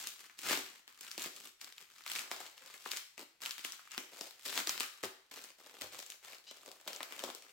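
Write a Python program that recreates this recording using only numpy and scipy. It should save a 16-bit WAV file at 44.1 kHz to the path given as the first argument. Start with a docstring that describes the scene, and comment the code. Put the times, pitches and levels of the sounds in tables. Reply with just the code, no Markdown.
"""A parcel wrapped in taped plastic film is turned, pulled and picked at by hand on a sofa in a small living room.
Throughout, creases snap over tiny crackles and the rustle of sliding film; large folds thud and a short tail follows.
Strong snaps come at half a second with a dull press; a low squeak at 2.6 s precedes more snaps around 3 s.
Snaps cluster again from 4.5 to 5 s. After a second press at 5 s the hands pause, and from 5.5 s the parcel lies
fuller-sounding in the lap, with a third press at 5.8 s, a high squeak near 6.5 s and scattered snaps to the end."""
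import sys
import numpy as np
from scipy import signal
from scipy.io import wavfile
from scipy.ndimage import uniform_filter1d

SR = 44100
rng = np.random.default_rng(int(sys.argv[2]) if len(sys.argv) > 2 else 0)


def pcm_store(signal):
    """Save signal as 16-bit PCM."""
    levels = np.round(np.clip(np.atleast_2d(signal), -1, 1) * 32767)
    wavfile.write(sys.argv[1], SR, levels.astype(np.int16).T)


N = 331831  # length in samples


def gain_of(db):
    """Level law: amplitude grows tenfold for every 20 dB."""
    return 10 ** (np.asarray(db) / 20)


def evened(x):
    """Power normalisation: scales to rms 1."""
    return x / np.sqrt(np.mean(x ** 2) + 1e-20)


def read(points, hz):
    """Interpolation on a logarithmic frequency axis, the scale of pitch."""
    table_hz, value = np.transpose(points)
    return np.interp(np.log(hz + 1), np.log(table_hz), value)


def add(mix, s, sound):
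    """Superposition: mixes a sound in at time s."""
    part = mix[:, max(round(s * SR), 0):][:, :sound.shape[1]]
    part += sound[:, :part.shape[1]]


def colour(x, points, power=1, size=4096):
    """Minimum-phase filtering: a causal response to the given spectrum keeps attacks sharp."""
    bin_hz = abs(np.fft.fftfreq(size, 1 / SR))
    log_gain = power * np.log(gain_of(read(points, bin_hz)))
    response = np.exp(np.conj(signal.hilbert(log_gain)))
    taps = np.fft.ifft(response).real[:size // 2]
    return signal.oaconvolve(x, taps[None], axes=1)[:, :N]


def split(x, hz):
    """Crossover: doubled Butterworth filters give the parts below and above hz."""
    halves = [signal.butter(2, hz, kind, fs=SR, output="sos") for kind in ("low", "high")]
    return [signal.sosfilt(np.vstack([half, half]), x) for half in halves]


def registers(x, body_hz=720, edge_hz=2750):
    """Band division by radiator size: thud of the whole fold, crack of the crease, tick of its edge."""
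    thud, rest = split(x, body_hz)
    crack, tick = split(rest, edge_hz)
    return np.array([thud, crack, tick])


def register_gains(db, body_db, bright_db):
    """Spectral balance: gains of thud, crack and tick, the outer two relative to the middle band."""
    return gain_of([db + body_db, db, db + bright_db])


def ring(x, hz, width_hz):
    """Resonance: a one-pole decay, shifted to a fixed or moving pitch, with gain 1 at its peak."""
    turn = np.exp(2j * np.pi * np.cumsum(hz * np.ones(x.shape[-1])) / SR)
    pole = np.exp(-np.pi * width_hz / SR)
    return 2 * (turn * signal.lfilter([1 - pole], [1, -pole], x / turn)).real


# Spectral shape of the still air of the room.
# Each row: frequency in Hz, relative power density in dB per Hz.
AIR_SPECTRUM = [(25, -8), (110, -8), (300, -13), (2500, -5), (15000, -21)]


def still_air(rms_db=-77):
    """Diffuse background noise: partly correlated between the microphones and spectrally shaped."""
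    own, shared = rng.standard_normal((2, N)), rng.standard_normal(N)
    return gain_of(rms_db) * evened(colour(own + shared, AIR_SPECTRUM))


# Reverberation of the room.
# Each row: frequency in Hz, time in seconds for the tail to fall by 60 dB.
ROOM_DECAY = [(150, 0.054), (450, 0.51), (4500, 0.55), (14000, 0.44)]


def room(x, first_s=0.0043, early=0.77, early_s=0.044, shared_hz=520):
    """Reverberation: sparse reflections, stronger at first, die by band; the bass is alike on both sides."""
    t = np.arange(SR * 2 // 3) / SR
    taps = rng.standard_normal((3, len(t))) * (rng.random((3, len(t))) < .25)
    taps *= (t > first_s) * (1 + early * np.exp(-t / early_s))
    low, high = split(taps, shared_hz)
    hz, age, bands = signal.stft(low[-1] + high[:2], SR, nperseg=256)
    decay = gain_of(-60 * age / read(ROOM_DECAY, hz)[:, None])
    tail = signal.istft(bands * decay, SR, nperseg=256)[1]
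    return signal.fftconvolve(x, evened(tail) / np.sqrt(tail.shape[1]), axes=1)[:, :N]


def cycling_room(x, turns_per_s=2.3, count=3):
    """Amplitude modulation: fixed reflection patterns swell and fade in a steady cycle, so no colour stands still."""
    phase = 2 * np.pi * turns_per_s * np.arange(N) / SR
    patterns = [room(x * np.cos(phase + np.pi * k / count)) for k in range(count)]
    return sum(patterns) * np.sqrt(2 / count)


# The fingers stirring the film between moves.
# One row: level in dB, body and brightness in dB against the middle band (body before the lap's gain).
HOLD = (-58.5, -7.5, 2.4)
# The pulls, squeezes and turns of the parcel.
# Each row: start in seconds, length in seconds, level in dB, swell from start to end in dB,
# body and brightness in dB against the middle band.
MOVES = [(0.0, 0.11, -46.5, -9.5, -2, 7), (0.191, 0.072, -54, -1.5, -2.5, 5.5),
         (0.374, 0.054, -52.5, 5, 1, 11), (0.43, 0.1, -31, 10.5, -0.5, 1), (.545, 0.05, -46, -11, 9, 10),
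         (1.006, 0.22, -51.5, -12, -7.5, 2.5), (1.177, 0.094, -41, 2.5, -5.5, -0.5),
         (1.351, 0.13, -55, -9, 6.5, 11), (1.61, 0.11, -51, -9, -2.5, -2.5),
         (1.798, 0.029, -52.5, -1.5, 2.5, 4.5), (1.935, 0.1, -56, -8, -11, 2.5),
         (2.06, 0.15, -43.5, 9.5, -7, 3.5), (2.232, .24, -49, 4.5, 4.5, 1.5),
         (2.56, .2, -50.5, 6.5, -4.5, 0.5), (2.795, 0.044, -55, 5, -4, 7.5),
         (2.851, 0.13, -44.5, -1, -5.5, 4), (3.176, 0.048, -48.5, -5, 10.5, 3.5),
         (3.417, 0.081, -45, -3.5, -3.5, 3.5), (3.579, 0.16, -53.5, 5, -15, 5),
         (3.908, 0.088, -44.5, 5, -16, -3.5), (4.112, .16, -50, 4, 8, 4),
         (4.422, 0.038, -51.5, 10, -5, 10.5), (4.453, 0.14, -40.5, 2.5, 3.5, 7),
         (4.559, .042, -34, 2, 2.5, 2), (4.668, 0.18, -42, -7, -3.5, -7),
         (5.029, 0.017, -42, 0.5, 12.5, 6.5), (5.311, 0.19, -49.5, -7, 4.5, 3.5),
         (5.58, 0.28, -55.5, -0.5, 9, 2), (5.815, 0.047, -47.5, -2, 9.5, -1),
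         (5.919, 0.1, -53.5, -10, 7.5, 5.5), (6.232, 0.12, -48.5, -4, -2, 0),
         (6.48, 0.086, -58.5, 6, -18.5, 2), (6.65, 0.11, -67, -13, 25, 13.5),
         (6.87, 0.18, -51.5, -13.5, 11.5, 2), (7.07, 0.18, -49, 7, 6.5, 1.5),
         (7.227, 0.068, -43, 1.5, 15, -2), (7.424, 0.026, -55.5, -3, 13, 5)]
# The hand rests or lifts off the parcel.
# Each row: start in seconds, length in seconds.
LET_GO = [(0.802, .085), (1.493, 0.1), (3.029, .375), (5.066, 0.56), (6.16, 0.056)]


def handling(step=32, grab_s=0.002, stop_s=0.014, settle_db=-19, settle_s=0.15,
             untouched_db=-6.5, lap_s=5.5, lap_body_db=12):
    """Addition of powers: strengths of thud, crack and tick as hands hold, move and let go of the film."""
    t = np.arange(0, N, step) / SR
    level_db, body_db, bright_db = HOLD
    held = 1 - np.max([(t > s) & (t < s + length) for s, length in LET_GO], axis=0)
    # film that is left alone settles more quietly
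    settling = gain_of(settle_db + (1 - held) * untouched_db)
    # held film sounds fuller once the parcel lies in the lap
    held_body_db = body_db + lap_body_db * (t > lap_s)
    power = held * register_gains(np.full(len(t), level_db), held_body_db, bright_db) ** 2
    for s, length, db, swell_db, body_db, bright_db in MOVES:
        progress = np.clip((t - s) / length, 0, 1)
        after = np.maximum(t - s - length, 0)
        attack = np.clip((t - s) / grab_s, 0, 1)
        # a quick stop, then a slower settling
        release = np.maximum(np.exp(-after / stop_s), settling * np.exp(-after / settle_s))
        gains = register_gains(db + swell_db * (progress - .5), body_db, bright_db)
        power = power + (attack * release * gains) ** 2
    return np.array([np.interp(np.arange(N) / SR, t, np.sqrt(p + 1e-12)) for p in power])


def sleeves(rms_db=-85, hz=140, width_hz=120):
    """Band-limited friction noise: a low rumble of cloth that comes and goes with the hands."""
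    rumble = ring(ring(rng.standard_normal(N), hz, width_hz), hz, width_hz)
    crack_strength = handling()[1]
    return gain_of(rms_db) * evened(rumble * crack_strength)


# The parcel is pressed against the lap.
# Each row: start in seconds, length in seconds, level in dB.
PRESSES = [(0.45, 0.27, -80), (5.03, 0.072, -70), (5.802, 0.24, -76.5)]


def presses(hz=105, width_hz=70):
    """Damped low resonance: a swelling and fading push rumbles dully as the parcel bears down on cloth."""
    out = np.zeros((2, N))
    t = np.arange(N // 8) / SR
    for s, length, db in PRESSES:
        push = rng.standard_normal(len(t)) * np.interp(t, [0, length / 10, length], [0, 1, 0])
        rumble = ring(ring(push, hz, width_hz), hz, width_hz)
        add(out, s, gain_of(db) * rumble[None] * np.sqrt(length * SR / np.sum(rumble ** 2)))
    return out


# A fingertip sticks and slips on the film.
# Each row: start in seconds, length in seconds, slips per second, loudest overtone in Hz,
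# level in dB before the overall colour.
SQUEAKS = [(2.6, 0.091, 525, 503, -67.5), (6.459, 0.069, 1000, 4200, -53)]


def squeaks(jitter=0.026, glide=0.044, octaves=0.52, rasp=0.55, count=9):
    """Stick-slip friction: fast, uneven slips make a short, raspy stack of overtones."""
    out = np.zeros((2, N))
    for s, length, rate_hz, loudest_hz, db in SQUEAKS:
        u = np.linspace(-1, 1, round(length * SR))
        waver, scrape = evened(uniform_filter1d(rng.standard_normal((2, len(u))), size=50))
        turns = np.cumsum(rate_hz * (1 + glide * u / 2 + jitter * waver)) / SR
        k = np.arange(1, count)[:, None]
        strength = np.exp(-.5 * (np.log2(k * rate_hz / loudest_hz) / octaves) ** 2)
        overtones = strength * np.cos(2 * np.pi * (k * turns + rng.random(k.shape)))
        tone = overtones.sum(0) * (1 + rasp * scrape)
        add(out, s, gain_of(db) * evened(tone * signal.windows.tukey(len(u), .5))[None])
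    return out


# Note of the air pocket under the film, which changes with the grip.
# Each row: time in seconds, frequency in Hz.
POCKET_NOTE = [(.5, 271), (2.201, 264), (2.32, 760), (2.699, 473), (3.15, 275), (4, 279), (4.241, 590),
               (4.55, 342), (5.05, 354), (5.701, 530), (7.05, 585), (7.299, 514)]


def pocket(x, hollow=0.049, tight_hollow=0.18, width_hz=150, broad=0.77, broad_hz=460):
    """Cavity resonance: trapped air lends the thuds a hollow note and carries little below it."""
    hz = np.interp(np.arange(N) / SR, *np.transpose(POCKET_NOTE))
    thud, rest = split(x, 580)
    # a tightly gripped, high-pitched pocket radiates the least bass and rings the most
    tight = np.clip(np.log2(hz / hz.min()), 0, 1)
    bass = signal.lfilter(*signal.butter(1, 170, fs=SR), thud)
    thud = thud - tight * bass
    note = (hollow + tight_hollow * tight) * ring(thud + rest, hz, width_hz)
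    return rest + broad * ring(thud, hz, broad_hz) + note


def buckle(ring_s, facet_hz, facet_width=0.24, flutter=0.35, flutter_s=0.0027, apart=0.98, size=512):
    """Snap-through buckling: a crease flips, the facet beside it rings and the sheet flutters briefly."""
    t = np.arange(size) / SR
    decay = np.exp(-t / ring_s) + flutter * np.exp(-t / flutter_s)
    shared, left, right = rng.standard_normal((3, size)) * decay
    # the sound reaches the right microphone one sample later, and each hears its own treble
    burst = np.array([shared, np.append(0, shared[:-1])])
    burst = burst + apart * split(np.array([left, right]), 1005)[1]
    facet_hz = min(facet_hz, SR / 4)
    burst = burst + ring(burst, facet_hz, facet_width * facet_hz)
    # each register gets the energy it has in a single click
    parts, click = registers(burst), registers(signal.unit_impulse(size))
    return np.array([evened(part) * np.sqrt(np.mean(share ** 2)) for part, share in zip(parts, click)])


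def crinkle(per_s=420, crowd_db=28, spread_db=4.5, largest=3.06, ring_s=0.00029, facet_hz=3200,
            crackle_db=-1.66, rustle_db=-11, rough_db=2.5, count=96):
    """Random pulse process and friction: tiny creases flip, more when worked harder, while film slides."""
    gains, crackle = handling(), np.zeros((2, N))
    level_db = 20 * np.log10(gains[1])
    # per_s holds at the mean level; crowd_db more makes flips ten times as frequent
    chance = per_s / SR * 10 ** ((level_db - level_db.mean()) / crowd_db)
    at = np.flatnonzero(rng.random(N) < chance)
    size_db = spread_db * np.minimum(rng.exponential(1, N)[at], largest)
    # denser flips are each weaker, so that the power follows the hands
    sizes = evened(gain_of(size_db)) / np.sqrt(chance[at])
    creases = np.array([buckle(ring_s * rng.uniform(0.46, 3.8), facet_hz * 2 ** rng.normal())
                        for _ in range(count)])
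    creases = creases * gain_of(3.35 * rng.standard_normal((count, 3, 1, 1)))
    creases = evened(creases) / np.sqrt(creases[0].size / 2)
    for n, size, k in zip(at, sizes, rng.integers(0, count, N)[at]):
        add(crackle, n / SR, size * np.tensordot(gains[:, n], creases[k], 1))
    # film sliding on film and skin catches and lets go every few milliseconds
    unevenness = evened(uniform_filter1d(rng.standard_normal(N), size=260))
    grip = evened(gain_of(rough_db * unevenness))
    own_treble = split(rng.standard_normal((2, N)), 920)[1]
    slide = evened(rng.standard_normal(N) + own_treble) * grip
    rustle = (registers(slide) * gains[:, None]).sum(0)
    return gain_of(crackle_db) * crackle + gain_of(rustle_db) * rustle


# The loud buckling creases.
# Each row: time in seconds, relative energy in dB, body and brightness in dB against the middle band.
SNAPS = [(0.0716, -20, 1, 16.5), (0.2977, -20, -11, -13.5), (0.51, 1, 4.5, -8), (0.5303, -2.5, 5.5, -4),
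         (0.574, -9, 10, 5.5), (0.8782, -21.5, -6, 1), (1.0108, -35, 8, 19.5), (1.1151, -22, -16, 11),
         (1.1792, -16.5, 11.5, 7.5), (1.1957, -28, -14, 18.5), (1.2206, -28, 2, 20), (1.2266, -26, -3, 16),
         (1.2399, -25.5, -7, 17.5), (1.26, -21.5, 18.5, 10.5), (1.614, -22, -25, 9),
         (1.6448, -26.5, -4, 10.5), (1.7814, -22, -19, 2.5), (2.0084, -23, -16, -6), (2.0386, -34, -22, 9),
         (2.0635, -8, -34, -4.5), (2.0777, -19.5, -19, 7.5), (2.0997, -14, -15, 5), (2.1168, -13, -8, 8.5),
         (2.1534, -13.5, -0.5, 5), (2.161, -6.5, -21, -1.5), (2.1873, -8.5, -17, -4),
         (2.1923, -12.5, -4, 4.5), (2.3145, -5, 9.5, 0), (2.4039, -22.5, 16, 6), (2.8597, -5.5, -0.5, -25),
         (2.9129, -20, -4, 6), (2.9165, -13, -29, 9.5), (2.934, -10.5, -6, -4), (2.965, -21, -17, 9),
         (2.971, -13.5, -31.5, 7.5), (3.179, -15, -6, -4.5), (3.42, -24, 2, -2), (3.4536, -11.5, -35, -2),
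         (3.4604, -7, -29, 0), (3.5093, -15, -24, 8.5), (3.5812, -16, -9, 2), (3.5936, -18, -5, 1.5),
         (3.6487, -5, -6, 1.5), (3.7218, -25, -6, 13.5), (3.733, -21, -7, -1), (3.7939, -18, -31, -19),
         (3.8742, -21, -34, -19), (3.91, -22, -36, -3), (3.918, -31, -38, 15.5), (3.9787, -5.5, 6, 0.5),
         (4.2108, -18.5, 18, 11), (4.3094, -26, 0, 5.5), (4.4546, -16.5, 0, 2), (4.5275, -10, -3, -1),
         (4.5766, -1.5, -3, 1), (4.6726, -7, 3, 6.5), (4.694, -7, 3, 10), (4.7777, -12, -10, 0),
         (4.8006, -25.5, 3, 21.5), (4.806, -2, -1.5, 2), (4.832, -8, -16, -4), (5.0364, -4.5, 8.5, -5.5),
         (5.3914, -20, 3, -5), (5.4407, -23, 5, 8.5), (5.8125, -14, 4.5, 3.5), (5.8192, -12, 7.5, 2),
         (5.9462, -20.5, 4.5, 1), (5.991, -24, 12, 11.5), (6.0013, -21, 5, 5.5), (6.0269, -20, -6, 0.5),
         (6.064, -34.5, -1, 17), (6.102, -27.5, -1, 16), (6.121, -21, -15, 2), (6.3225, -27, 1, 5),
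         (6.3324, -17.5, 2, -6), (6.5118, -21.5, 10, 1.5), (6.6611, -31, 9, 10.5), (6.6781, -23.5, 16.5, 0),
         (6.716, -29.5, 0, 10), (6.864, -32.5, 22, 0), (6.8771, -10, 0.5, 1.5), (6.9315, -25.5, -1, 11.5),
         (6.9623, -23.5, 5, 9.5), (7.0057, -7.5, 5.5, -12), (7.0306, -14, 4, 5.5), (7.1233, -10.5, 0, -5),
         (7.1929, -12.5, -15, -0.5), (7.2021, -19, 6, -4), (7.2383, -20, 24.5, 13), (7.3015, -16, -3, 1.5),
         (7.3494, -32.5, 17, 20), (7.4656, -25, -12, -13)]


def snaps(ring_s=0.00051, doubling_db=13, beam=0.066, own_colour=0.36, lead_db=-13, lead_s=.003,
          facet_hz=3100, octave_db=15, count=3):
    """Snap-through and directivity: loud creases, each with a short faint build-up, sent direct and to the room."""
    direct, spread = np.zeros((2, 2, N))
    # the room hears a crease from all sides, so its colour evens out there
    even = registers(signal.unit_impulse(512))[:, None]
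    for s, db, body_db, bright_db in SNAPS:
        gains = register_gains(db, body_db, bright_db)
        hz = facet_hz * 2 ** (bright_db / octave_db)
        # big folds take longer to flip and fill the room; small facets tick crisply at the microphone
        size_db = max(db, db + bright_db)
        flip_s = ring_s * 2 ** (size_db / doubling_db)
        lead_ins = [(s - lead_s * (k - rng.random()), gain_of(lead_db) / k) for k in range(1, count + 1)]
        for at, strength in [(s, 1)] + lead_ins:
            crease = buckle(flip_s, hz, flutter=0.19)
            all_round = (even + own_colour * crease) / np.hypot(1, own_colour)
            add(direct, at, strength * gain_of(-beam * size_db) * np.tensordot(gains, crease, 1))
            add(spread, at, strength * np.tensordot(gains, all_round, 1))
    return direct, spread


# Overall colour of the parcel's sound and its reflections.
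# Each row: frequency in Hz, gain in dB.
OVERALL_COLOUR = [(40, -22), (100, -24.5), (170, -8), (260, -2.5), (450, -2.5), (700, -2), (1300, 0.4),
                  (2800, -2), (4500, -4), (6200, -6.5), (7400, -5), (10000, -13.5), (12000, -10.5),
                  (16000, -11.5)]
# Stereo lean of the parcel's sound and its reflections.
# Each row: frequency in Hz, left minus right gain in dB.
STEREO_LEAN = [(200, 4.5), (1100, 1.5), (2400, 2.5), (6000, 4.5), (10000, -1), (15000, -2.5)]


def wrapping(snap_room_db=-1.5, crinkle_room_db=-4.5):
    """Sum of direct and reverberant sound, given one overall colour and level differences between the sides."""
    loud, spread = [pocket(part) for part in snaps()]
    fine = pocket(crinkle()) + squeaks()
    wet = cycling_room(gain_of(snap_room_db) * spread + gain_of(crinkle_room_db) * fine)
    left, right = colour(loud + fine + wet, OVERALL_COLOUR)
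    # half the lean goes to the left side, half is taken from the right
    return np.vstack([colour(left[None], STEREO_LEAN, 1 / 2), colour(right[None], STEREO_LEAN, -1 / 2)])


def scene():
    """Superposition of still air, cloth rumbles and the wrapping with its reflections."""
    return still_air() + sleeves() + presses() + wrapping()


def record(dry, edge_hz=16000):
    """Band limitation: a linear-phase low-pass filter removes the highest treble."""
    taps = signal.firwin(401, edge_hz, window=("kaiser", 9), fs=SR)
    return signal.oaconvolve(dry, taps[None], "same")


dry = scene()
out = record(dry)
pcm_store(out)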